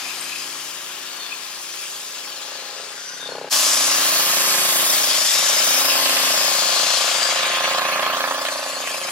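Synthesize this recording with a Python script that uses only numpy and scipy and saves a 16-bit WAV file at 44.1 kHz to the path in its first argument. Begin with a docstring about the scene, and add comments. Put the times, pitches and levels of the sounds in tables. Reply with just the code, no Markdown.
"""A petrol pressure washer sprays foam on a pickup, heard from the front and then from beside the doors.
From the start the jet hisses and sweeps (filtered drops) over the beat of a one-cylinder engine (timed thuds and tones).
From 2.9 s the trigger is let go: the hiss sinks and the engine races, until the spray returns close by at 3.5 s.
Then the jet works down the side; from about 6 s some sharp cracks (noise bursts) join the engine.
Near the end foam spatters (short ringing slaps) low on the truck."""
import sys
import numpy as np
from scipy import signal
from scipy.fft import rfft, irfft, next_fast_len
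from scipy.io import wavfile
from scipy.ndimage import uniform_filter1d

SR = 44100
rng = np.random.default_rng(int(sys.argv[2]) if len(sys.argv) > 2 else 0)


def store_wav(level_fs):
    """Save 16-bit WAV to argv[1]."""
    pcm = np.round(np.clip(np.atleast_2d(level_fs), -1, 1) * 32767)
    wavfile.write(sys.argv[1], SR, pcm.T.astype(np.int16))


N = 401751
T = np.arange(N) / SR


def gain_of(db):
    """Turns decibels into a factor on the sound pressure."""
    return 10 ** (np.asarray(db) / 20)


def evened(x):
    """Scales to an rms of 1, so that levels can be set afterwards."""
    return x / np.sqrt(np.mean(abs(x) ** 2) + 1e-20)


def follow(table, t):
    """Reads every column of a table at the points t of its first column."""
    s, *columns = np.transpose(table)
    return [np.interp(t, s, c) for c in columns]


def read(points, hz):
    """Reads a spectrum at the frequencies hz, along a logarithmic pitch scale."""
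    f, value = np.transpose(points)
    return np.interp(np.log(hz + 1), np.log(f + 1), value)


def colour(x, points, modes=()):
    """Causal filter of a smooth spectrum and resonances: each click rings after its arrival."""
    size = 8192
    hz = abs(np.fft.fftfreq(size, 1 / SR))
    db = read(points, hz)
    for centre, width, peak_db in modes:
        db = db + peak_db / (1 + ((hz - centre) / width) ** 2)
    minimum_phase = np.exp(signal.hilbert(np.log(gain_of(db))).conj())
    ring = np.fft.ifft(minimum_phase).real[:size // 2]
    return signal.oaconvolve(x, ring)[:N]


def sides(db):
    """Left and right gains of constant power for a left-right difference."""
    pair = np.array([gain_of(db / 2), gain_of(-db / 2)])
    return pair / np.sqrt((pair ** 2).mean(0))


# the two places of listening: from t/s, to t/s, t/s of one firing
PLACES = [(0, 3.5, 3.3204), (3.5, 9.2, 7.5345)]


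def in_front(t):
    """True while we listen from the front of the truck."""
    return t < PLACES[1][0]


RELEASE_S, RUN_OUT_S = 2.88, 0.6


def pressure_lost(t):
    """Share of the water pressure lost (0-1) after the trigger is let go."""
    return np.clip((t - RELEASE_S) / RUN_OUT_S, 0, 1)


# the wand's turning points: t/s, aim (-1 right to 1 left)
TURNS = [(0, -0.7), (1.2, -0.046), (2.0, -0.35), (2.7, -0.1), (3.49, -0.69), (3.51, -0.98), (4.55, 0.7),
         (5.35, -0.65), (6.1, 0.62), (7.1, -0.79), (7.9, 0.21), (8.8, -0.64), (9.1, -0.48)]
EASE = 0.17  # how much the arm slows into each turn (0-1)


def aim(t):
    """Where the wand points: it swings between its turning points and slows into each."""
    s, side = np.transpose(TURNS)
    swings = np.interp(t, s, np.arange(len(s)))
    eased = swings - min(EASE, 1) * np.sin(2 * np.pi * swings) / (2 * np.pi)
    return np.interp(eased, np.arange(len(s)), side)


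# engine speed, nearly steady but for a sag and a race after the release: t/s, firings per s
SPEED = [(0, 28.47), (2.89, 28.48), (2.93, 25.5), (3.01, 32.26), (3.49, 32.26), (3.51, 28.33), (6.3, 28.47),
         (7.5, 28.41), (9.11, 28.4)]


def firing_count():
    """Firings so far, as a smoothly growing number: the engine speed added up over time."""
    return np.cumsum(follow(SPEED, T)[0]) / SR


def yard(x, echo_ms, echo_db, scatter_db, t60=.15):
    """Direct sound, one wall echo and a short scatter off the truck and the drive."""
    t = T[:SR // 4]
    taps = rng.standard_normal(len(t)) * (rng.random(len(t)) < 2000 / SR)
    taps = taps * (t > .004) * gain_of(-60 * t / t60)
    size = next_fast_len(N + len(t))
    hz = np.fft.rfftfreq(size, 1 / SR)
    echo = gain_of(echo_db) * np.exp(-2j * np.pi * hz * echo_ms / 10 ** 3)
    scatter = gain_of(scatter_db) * rfft(taps / np.linalg.norm(taps), size)
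    return irfft(rfft(x, size) * evened(1 + echo + scatter), size)[:N]


SHADOW_HZ = 410  # well below this both ears hear the engine equally loud


def both_ears(x, lead_ms, pan_db):
    """One ear hears first, and the shorter waves reach the two ears at different levels."""
    size = next_fast_len(N + SR // 4)
    hz, heard = np.fft.rfftfreq(size, 1 / SR), rfft(x, size)
    shadow = sides(pan_db * hz ** 2 / (hz ** 2 + SHADOW_HZ ** 2))
    late = heard * np.exp(-2j * np.pi * hz * lead_ms / 10 ** 3)
    return irfft(shadow * [heard, late], size)[:, :N]


# how openly the exhaust is heard past the truck: t/s, share of dry knock (0-1)
IN_VIEW = [(0, .15), (2.4, .2), (2.8, .45), (3.1, .5), (3.3, .63), (3.49, .63), (3.51, .3), (4.6, .35),
           (5.7, .45), (7.5, .52), (9.1, .56)]


def walk(x, echo_db=-9, delay_ms=5.5, wander_ms=1.3, wander_hz=.7):
    """The reflection off the truck's flank slowly lengthens and shortens, so the engine's tones wax and wane."""
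    rates = wander_hz * np.geomspace(.2, 1, 6)
    wander = evened(np.sin(2 * np.pi * (rates * T[:, None] + rng.random(len(rates)))).sum(1))
    echo = np.interp(T - (delay_ms + wander_ms * wander) / 10 ** 3, T, x)
    strength = gain_of(echo_db) * np.sqrt(1 - follow(IN_VIEW, T)[0] ** 2)
    return (x + strength * echo) / np.hypot(1, strength)


# the engine from the front, then from the side, before swing and layer trims:
# t/s, thump level/dB, bark level/dB, clatter level/dB
ENGINE_LEVELS = ([(0, -48.5, -46, -37), (1.1, -55, -49, -41.5), (2.0, -56.5, -48.5, -42),
                 (2.8, -56, -41, -40), (3.02, -55, -49, -45), (3.21, -49, -45, -41),
                 (3.33, -41.5, -31.5, -34), (3.49, -43, -34, -40.5)], [(3.5, -43, -35.5, -24.5),
                 (5.0, -44, -35.5, -29.5), (6.2, -44, -33, -27), (7.5, -44.5, -32, -24),
                 (8.15, -43.5, -31.5, -22), (8.7, -47, -35, -30), (9.1, -46, -37, -31.5)])
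# change at full left aim: thump level/dB, bark level/dB, clatter level/dB
ENGINE_SWING_DB = (4.5, 2, 2.5)
BOTTLE_S, BOTTLE_LENGTH_S, BOTTLE_DB = 5.29, 0.04, -9.5  # the foam bottle passes and shades the engine


def exposure(levels):
    """dB of thump, bark and clatter: they rise and fall with the arm's swing and dip behind the bottle."""
    left = aim(T)
    shade_db = BOTTLE_DB * np.exp(-((T - BOTTLE_S) / BOTTLE_LENGTH_S) ** 2)
    return [db + swing_db * left + shade_db for db, swing_db in zip(follow(levels, T), ENGINE_SWING_DB)]


def ping(firings, delay_ms, hz, length_ms):
    """A few swings of pressure around a set moment after each firing."""
    t = np.arange(-(SR // 30), SR // 30 + 1) / SR - delay_ms / 10 ** 3
    swing = np.cos(2 * np.pi * hz * t) * np.exp(-(t * 10 ** 3 / length_ms) ** 2)
    return evened(signal.oaconvolve(firings, swing, "same"))


# steady engine tones from the front, then from the side:
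# multiple of the firing rate, level/dB against the engine layer it follows, before a random wobble
DRONES = ([(7, -11), (12, -5.5), (13, -4), (18, -9.5), (20, -10.5), (21, -9.5), (22, -14), (25, -12),
          (29, -14.5), (36, -16.5), (38, -19), (40, -22), (41, -20), (43, -20), (44, -18), (47, -13)],
          [(13, -4), (15, -11), (18, -20), (19, -13.5), (20, -11.5), (21, -15.5), (23, -19), (24, -10),
          (25, -18.5), (29, -11.5), (30, -15.5), (32, -23.5), (36, -20.5), (37, -13), (38, -18), (39, -20),
          (41, -30.5), (42, -14.5), (44, -24), (48, -21.5), (54, -25.5)])
THUMP_TOP_HZ, BARK_TOP_HZ = 480, 900  # tones follow the thump, the bark above that, then the clatter


def drone(turns, orders, levels, wobble_db=2.0):
    """Muffler and frame ring on in tones locked to the firings; they fade while the pump runs unloaded."""
    load = 1 - np.minimum(2 * pressure_lost(T), 1) * in_front(T)
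    steps, out = np.arange(0, T[-1] + 1, 1 / 4), np.zeros(N)
    gains = [gain_of(level) for level in levels]
    for multiple, db in orders:
        multiple = round(multiple)
        layer = np.searchsorted([THUMP_TOP_HZ, BARK_TOP_HZ], multiple * SPEED[0][1])
        wobble = np.interp(T, steps, gain_of(db + wobble_db * rng.standard_normal(len(steps))))
        out += rng.choice([-1, 1]) * gains[layer] * wobble * np.sin(2 * np.pi * multiple * turns)
    return np.sqrt(2) * load * out


# moments when the exhaust cracks loudly: t/s, f/Hz, level/dB before a 3 dB lift and the burst's fade
CRACKS = [(6.06, 2820, -9), (6.096, 2800, -10), (6.168, 2600, -8), (7.817, 1490, -14), (7.995, 2600, -13),
          (8.065, 1000, -15), (8.206, 3300, -15), (8.24, 1880, -14), (8.31, 1090, -14), (8.346, 3700, -18),
          (8.452, 2490, -13), (8.486, 1804, -12), (8.874, 2000, -15)]


def cracks(width=.35, ring_s=.003, rise_s=.0004, lowest_hz=400):
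    """Hard firings crack out of the exhaust: brief bursts of noise in one broad resonance."""
    out, t = np.zeros(N), T[:SR // 25]
    hz = np.fft.rfftfreq(len(t), 1 / SR)
    for s, pitch, db in CRACKS:
        band = gain_of(-10 * np.log10(1 + (np.log((hz + 1) / pitch) / width) ** 4))
        noise = evened(irfft(rfft(rng.standard_normal(len(t))) * band, len(t)))
        burst = np.tanh(noise) * np.exp(-t / ring_s) * (1 - np.exp(-t / rise_s))
        part = out[round(s * SR):][:len(t)]
        part += gain_of(db + 3) * burst[:len(part)]
    return signal.sosfilt(signal.butter(4, lowest_hz, "high", fs=SR, output="sos"), out)


# tone colour of the low thump: f/Hz, relative level/dB
THUMP = [(25, -50), (60, -30), (110, -23), (142, -0.5), (190, -9), (230, -9), (275, -6), (370, -2.5),
         (450, -10), (700, -8), (2000, -62)]
# tone colour of the rattling parts: f/Hz, relative level/dB
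CLATTER = [(25, -99), (500, -27.5), (965, -4.5), (1045, -3.5), (1200, 5), (1350, 1.5), (1600, 12),
           (2100, -4), (4000, -4), (12000, -56)]
# tone colour of the crack in each firing: f/Hz, relative level/dB
CRACK = [(25, -73), (500, -8), (1100, 6), (1900, -10), (3200, -4), (4500, -22), (12000, -33)]
# the exhaust's bark from the front, then from the side: f/Hz, relative level/dB
BARKS = ([(25, -48), (200, -33), (310, -18.5), (440, 4), (530, -3.5), (630, -7), (760, 0.5), (950, 4),
         (1500, -28), (4000, -48)], [(25, -56), (250, -29), (430, -1.5), (530, 3.5), (630, 5), (720, -2),
         (830, 9), (950, -9.5), (1500, -32), (4000, -55)])
# resonances of the muffler and the engine's frame: f/Hz, half-width/Hz, level/dB
MUFFLER = [(196, 31, 8.5), (273, 21, 17), (386, 32, 7.5), (524, 75, 8), (604, 63, 6), (688, 19, 10.5),
           (833, 18, 12), (1047, 20, 13), (1194, 25, 6), (1562, 29, -15)]
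# bare exhaust puff, front then side: delay after firing/ms, f/Hz, length/ms, share of the valves heard (0-1)
KNOCKS = [(1.7, 530, 1.6, 0), (1.964, 640, 1.68, 0.98)]
# the valve gear rings twice in each cycle: delay after firing/ms, f/Hz, length/ms, level/dB within the clatter
VALVES = [(3.953, 1100, 0.86, -2), (21.21, 1123, 2.7, -7)]
# how the engine reaches us, front then side: left ear's lead/ms, left-right level/dB,
# wall echo delay/ms, echo level/dB, scatter level/dB
PATHS = [(0, 4, 7.5, -19, -11.5), (-.1, -3.6, 11.1, -6.5, -15)]
UNEVEN_DB = 1.0  # random spread from one firing to the next


def engine(first_firing, bark_colour, knock, levels, orders, path, thump_db=2.0, bark_db=1.0, muffled_db=-3,
           clatter_db=-2.5, rattling_db=-2, crack_db=-10, crack_spread_db=1.5, puff=0.68, loose=0.45):
    """Each firing thumps, barks and cracks a little; valves and pump clatter nearly alike in every cycle."""
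    turns = firing_count()
    turns = turns - np.interp(first_firing, T, turns)
    phase = turns % 1
    number = (np.floor(turns) - np.floor(turns[0])).astype(int)
    # each firing draws its own character
    strength, sharpness, seating = np.clip(rng.standard_normal((number[-1] + 1, 3)), -2, 2)[number].T
    firings = evened(np.diff(number, prepend=0) * gain_of(UNEVEN_DB * strength))
    gas = evened(np.exp(-phase / 0.45) * rng.standard_normal(N))
    burst_shape = np.exp(-((phase - .125) / 0.066) ** 2) * gain_of(crack_spread_db * sharpness)
    burst = evened(burst_shape * rng.standard_normal(N))
    # one cycle of many small knocks, equally strong at every multiple of the firing rate
    cycle = irfft(np.exp(2j * np.pi * rng.random(SR // 56)))
    knocks = evened(cycle[(phase * (len(cycle) - 1)).astype(int)] * (1 + 1.2 * np.exp(-phase / 0.98)))
    slack = evened(rng.standard_normal(N) * (0.29 + np.exp(-phase / 0.4)))
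    thump_level, bark_level, clatter_level = heard = exposure(levels)
    thump = gain_of(thump_level + thump_db) * evened(colour(firings + 0.044 * gas, THUMP, MUFFLER))
    # the bark blends a muffled and a bare sound of the exhaust
    muffled = gain_of(muffled_db) * evened(colour(firings + puff * gas, bark_colour, MUFFLER))
    share = np.clip(follow(IN_VIEW, T)[0], 0, 1)
    knock_ms, knock_hz, length_ms, valves_heard = knock
    bare = ping(firings, knock_ms, knock_hz, length_ms)
    bark = gain_of(bark_level + bark_db) * (np.sqrt(1 - share ** 2) * muffled + share * bare)
    # the clatter blends loose rattling with the valves
    rattling = evened(colour(knocks + loose * slack + 0.43 * firings, CLATTER, MUFFLER))
    rattling = gain_of(rattling_db) * rattling
    valves = sum(gain_of(db) * ping(firings * gain_of(UNEVEN_DB * seating), *valve) for *valve, db in VALVES)
    valve_share = share * np.clip(valves_heard, 0, 1)
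    clatter = np.sqrt(1 - valve_share ** 2) * rattling + valve_share * valves
    clatter = gain_of(clatter_level + clatter_db) * clatter
    crack = gain_of(clatter_level + crack_db) * evened(colour(burst, CRACK))
    tones = drone(turns - knock_ms / 10 ** 3 * SPEED[0][1], orders, heard)
    # thump and bark push the air the opposite way
    body = yard(walk(clatter + crack - thump - bark), *path[2:])
    return both_ears(body + tones, *path[:2])


# the spot the jet strikes: t/s, height/m
HEIGHT = [(0, 0.9), (1.3, 0.79), (2.0, 1.5), (2.8, 1.08), (3.08, 1.8), (3.33, 0.94), (3.49, 0.68),
          (3.51, 1.85), (4.5, 1.8), (5.1, 1.17), (5.8, 1.25), (6.3, 0.94), (7.05, 0.78), (7.45, 0.59),
          (7.95, 0.46), (8.35, 0.4)]
# how step, sill, lower door, door, window and roof line answer the jet, before the rules and trims:
# height/m, splash level/dB, jet level/dB, mist level/dB, sputter (0-1), jet left-right level/dB,
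# mist left-right level/dB before the aim scales it
SURFACES = [(.35, -34.5, -34, -33, .6, 4, 5), (.45, -27, -31, -39, .6, 7, 3),
            (.6, -20.5, -25, -36.5, 0.5, 13, 5), (.85, -24.5, -20, -29.5, 0.12, 8, 6),
            (1.35, -24, -20.5, -22, 0.4, 7, -4), (1.7, -25, -20, -23.5, 0.2, 4, 0)]


def surface(t):
    """The traits of the part of the truck that the jet is striking."""
    return follow(SURFACES, follow(HEIGHT, t)[0])


def spatter(level_db=-39, per_s=110, low_hz=2300, high_hz=5000, ring_s=0.0017, spread_db=5.0, below_m=0.73,
            count=16):
    """Low on the truck the jet breaks up: gobs of foam slap down, each ringing briefly at one of a set of pitches."""
    depth = np.clip((below_m - follow(HEIGHT, T)[0]) * 10, 0, 1)
    low = depth * gain_of(surface(T)[0] - SURFACES[2][1])  # against the splash of the lower door
    t, out = T[:SR // 50], np.zeros((2, N))
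    for hz in np.geomspace(low_hz, high_hz, count):
        sizes = gain_of(spread_db * np.minimum(rng.exponential(1, N), 2))
        gobs = (rng.random(N) < per_s / count / SR) * sizes
        slap = signal.oaconvolve(gobs, np.sin(2 * np.pi * hz * t) * t * np.exp(-t / ring_s))[:N]
        out += sides(rng.uniform(-2, 10))[:, None] * slap
    return gain_of(level_db) * low * evened(out)


OPENING_S = 0.36  # time scale on which the opening splash fades and the jet and mist fill in


def reach(t, swing_db, front_db, opening_db, walk_db_per_s, run_out_db):
    """dB change of a spray layer: it follows the swing; from the front also distance and pressure count."""
    run_out = pressure_lost(t) ** 2
    front = front_db + opening_db * np.exp(-t / OPENING_S) + walk_db_per_s * t + run_out_db * run_out
    return swing_db * aim(t) + front * in_front(t)


def patches(shape, size):
    """Smooth random patches over time frames and frequency bins."""
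    field = rng.standard_normal(shape)
    for axis in (0, 1, 0, 1):
        field = uniform_filter1d(field, size[axis], axis)
    return evened(field)


def droplets(sputter, per_s=700, spread_db=4.5, share=0.3):
    """Short-time spectra of countless tiny drops, with more of the larger splats where the spray sputters."""
    arrivals = (rng.random(N) < per_s / SR) * rng.choice([-1, 1], N)
    splats = arrivals * gain_of(spread_db * np.minimum(rng.exponential(1, N), 3.2))
    rain = evened(rng.standard_normal(N) + share * (0.66 + sputter) * evened(splats))
    return signal.stft(rain, nperseg=512, noverlap=384)[2].T


# tone colour of water splashing on the panels: f/Hz, relative level/dB
SPLASH = [(30, -58), (80, -42), (160, -17), (300, -16), (600, -6.5), (800, -2.5), (1150, -1), (1650, 3),
          (2100, 2), (2700, 5), (3300, 1), (5000, -4), (16000, -52)]
# tone colour of the jet: f/Hz, relative level/dB
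JET = [(30, -61), (1200, -16), (2400, -6.5), (3300, 2.5), (3950, -1), (4800, 2), (6300, 1), (7300, 1),
       (8600, -6.5), (11000, -14), (16000, -38)]
# tone colour of the fine mist: f/Hz, relative level/dB
MIST = [(30, -58), (3000, -11), (7000, 3), (8600, 0), (9800, 1.5), (11500, 0.5), (13500, 0), (15000, -8),
        (16000, -7)]
# likeness of the two ears: f/Hz, likeness (0-1)
SAME = [(30, 1), (600, 1), (1400, 0.28), (2600, 0.45), (4000, 0.66), (5500, 0.33), (7500, 1), (10000, 0.31),
        (16000, 1)]
# how splash, jet and mist change: level/dB at full left aim, then from the front only: level/dB,
# level change/dB at the start, fading within about a second (splash louder, jet and mist softer),
# dB per s on the walk, level/dB once the pressure has run out
SPLASH_RULE = (2, -12, 6.5, -0.5, -1)
JET_RULE = (-2, -13.5, -2.5, -0.3, -11.5)
MIST_RULE = (0.5, -2.5, -6.5, -7, 6)
# resonance of the hiss, sliding as the jet's angle to the panel changes: t/s, f/Hz, level/dB
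RING = [(0, 4660, 5.5), (.8, 4850, -1), (1.3, 4520, 1.5), (2.0, 4930, 2), (2.5, 4670, 5), (2.95, 4930, 2),
        (3.49, 4900, 4), (3.7, 5340, 3.5), (4.4, 5870, 1.5), (4.75, 5200, -1), (5.1, 4940, 3.5),
        (5.4, 5480, 3.5), (5.7, 5500, 5.5), (6.05, 4560, 6), (6.45, 4750, 2.5), (6.85, 4230, 4),
        (7.25, 4340, 0), (7.5, 3540, 5.5), (8.0, 4300, 7.5), (9.1, 4400, 1.5)]
RING_WIDTH, NOTCH_ABOVE, NOTCH_SHARE = 0.12, 1.32, 0.098  # a weaker notch slides along above it
# the jet catches an edge and whistles: t/s, f/Hz, glide/(Hz per s), length/s, level/dB before random flicker
WHISTLES = [(.083, 2500, 800.5, 0.06, 12), (0.212, 8580, 0, 0.064, 14), (0.334, 2520, 600, 0.092, 11),
            (.3, 4050, 8, 0.16, 7.5), (.3, 3200, 0, 0.36, 3), (0.423, 4980, 0, 0.05, 9),
            (1.065, 3670, 0, 0.039, 11), (1.2, 4400, -900, 0.15, 10), (1.252, 3560, -900, 0.088, 9),
            (1.326, 2570, 4, 0.027, 13), (3.13, 5980, 800, 0.13, 14), (3.1, 4930, 0, .13, 5),
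            (3.184, 1500, -2, 0.27, 12.5), (3.258, 3610, 0, 0.06, 18), (3.325, 4340, -1500, 0.085, 14),
            (3.57, 7150, 0, 0.13, 4), (5.302, 3360, 6, 0.054, 7.5), (6.397, 5270, -2600, 0.13, 7),
            (7.207, 4730, 6, 0.12, 9), (7.422, 4900, 2, 0.045, 2), (8.74, 4370, -1500, 0.041, 8)]
WHISTLE_WIDTH_HZ = 150
LEAD_MS, SWING_MS = 0.06, 0.047  # the left ear hears the spray first, the more so as the wand aims left
JET_SWING_PAN_DB = -1  # change of the jet's left-right difference at full left aim


def spray(splash_db=-1.0, jet_db=0., mist_db=2.5, patch_db=5.0, flutter_db=2.1, pump_depth=0.046):
    """Splash, jet and mist share one stream of drops, which reaches the ears at different times as the wand sweeps."""
    *_, sputter, _, _ = surface(T)
    near, apart = droplets(sputter), droplets(sputter)
    t, hz = np.arange(len(near))[:, None] * 128 / SR, np.fft.rfftfreq(512, 1 / SR)
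    splash_level, jet_level, mist_level, rough, jet_pan_db, mist_pan_db = surface(t)
    left = aim(t)
    pitch, ring_db = follow(RING, t)
    peak, notch = (np.exp(-(np.log((hz + 1) / centre) / RING_WIDTH) ** 2)
                   for centre in (pitch, pitch * NOTCH_ABOVE))
    ring = ring_db * (peak - NOTCH_SHARE * notch)

    splash = gain_of(splash_level + reach(t, *SPLASH_RULE) + splash_db) * evened(gain_of(read(SPLASH, hz)))
    splash = splash * sides(np.where(in_front(t), 4.5, -.8))
    jet = gain_of(jet_level + reach(t, *JET_RULE) + jet_db) * evened(gain_of(read(JET, hz) + ring))
    jet = jet * sides(jet_pan_db + JET_SWING_PAN_DB * left)
    mist = gain_of(mist_level + reach(t, *MIST_RULE) + mist_db) * evened(gain_of(read(MIST, hz)))
    mist = mist * sides(mist_pan_db * np.maximum(.25 - left, 0))  # aiming right pulls the mist to one side
    layers = np.sqrt(splash ** 2 + jet ** 2 + mist ** 2)

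    # gaps and edges ring for a moment as the jet crosses them
    field_db = patch_db * rough * patches(near.shape, size=(9, 3))
    field_db = field_db + flutter_db * rough * patches(near.shape, size=(4, 60))
    field_db = field_db - np.log(10) / 20 * (patch_db * rough) ** 2  # the narrow patches keep the mean power
    field_db = field_db + 1.0 * patches(near.shape, size=(90, 3))  # reflections off the body drift slowly
    grip = 1 + .3 * patches(near.shape, size=(4, 3))  # whistles flicker
    for s, whistle_hz, glide, length, db in WHISTLES:
        off_pitch = (hz - whistle_hz - glide * (t - s)) / WHISTLE_WIDTH_HZ
        field_db = field_db + grip * db * np.exp(-((t - s) / length) ** 2 - off_pitch ** 2)

    same = np.clip(read(SAME, hz), 0, 1)
    lead_ms = LEAD_MS + SWING_MS * left
    right = (same * near + np.sqrt(1 - same ** 2) * apart) * np.exp(-2j * np.pi * hz * lead_ms / 10 ** 3)
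    spectra = np.array([near, right]) * layers * gain_of(field_db)
    sound = signal.istft(spectra.swapaxes(1, 2), nperseg=512, noverlap=384)[1][:, :N]
    # each firing and the pump's strokes ripple the pressure
    cycle = 2 * np.pi * firing_count()
    return sound * (1 + pump_depth * (np.sin(cycle) + 0.76 * np.sin(4 * cycle)))


def scene():
    """The engine as heard from each place in turn, its loudest cracks, the spatter and the spray."""
    motor = np.zeros((2, N))
    for (start, end, firing), *traits in zip(PLACES, BARKS, KNOCKS, ENGINE_LEVELS, DRONES, PATHS):
        motor += engine(firing, *traits) * ((T >= start) & (T < end))
    side = PATHS[1]
    loud_cracks = both_ears(yard(cracks(), *side[2:]), *side[:2])
    return motor + loud_cracks + spatter() + spray()


# the level dips briefly between the places: t/s, gain
DIP = [(0, 1), (3.488, 1), (3.499, .15), (3.503, .04), (3.53, 1), (9.11, 1)]
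EDGE_HZ = 15850  # top of the treble


def record(dry):
    """The brief dip in level, then a low-pass filter that takes off the highest treble."""
    low_pass = signal.firwin(511, EDGE_HZ, window=("kaiser", 9), fs=SR)
    return signal.oaconvolve(dry * follow(DIP, T)[0], low_pass[None], "same")


dry = scene()
out = record(dry)
store_wav(out)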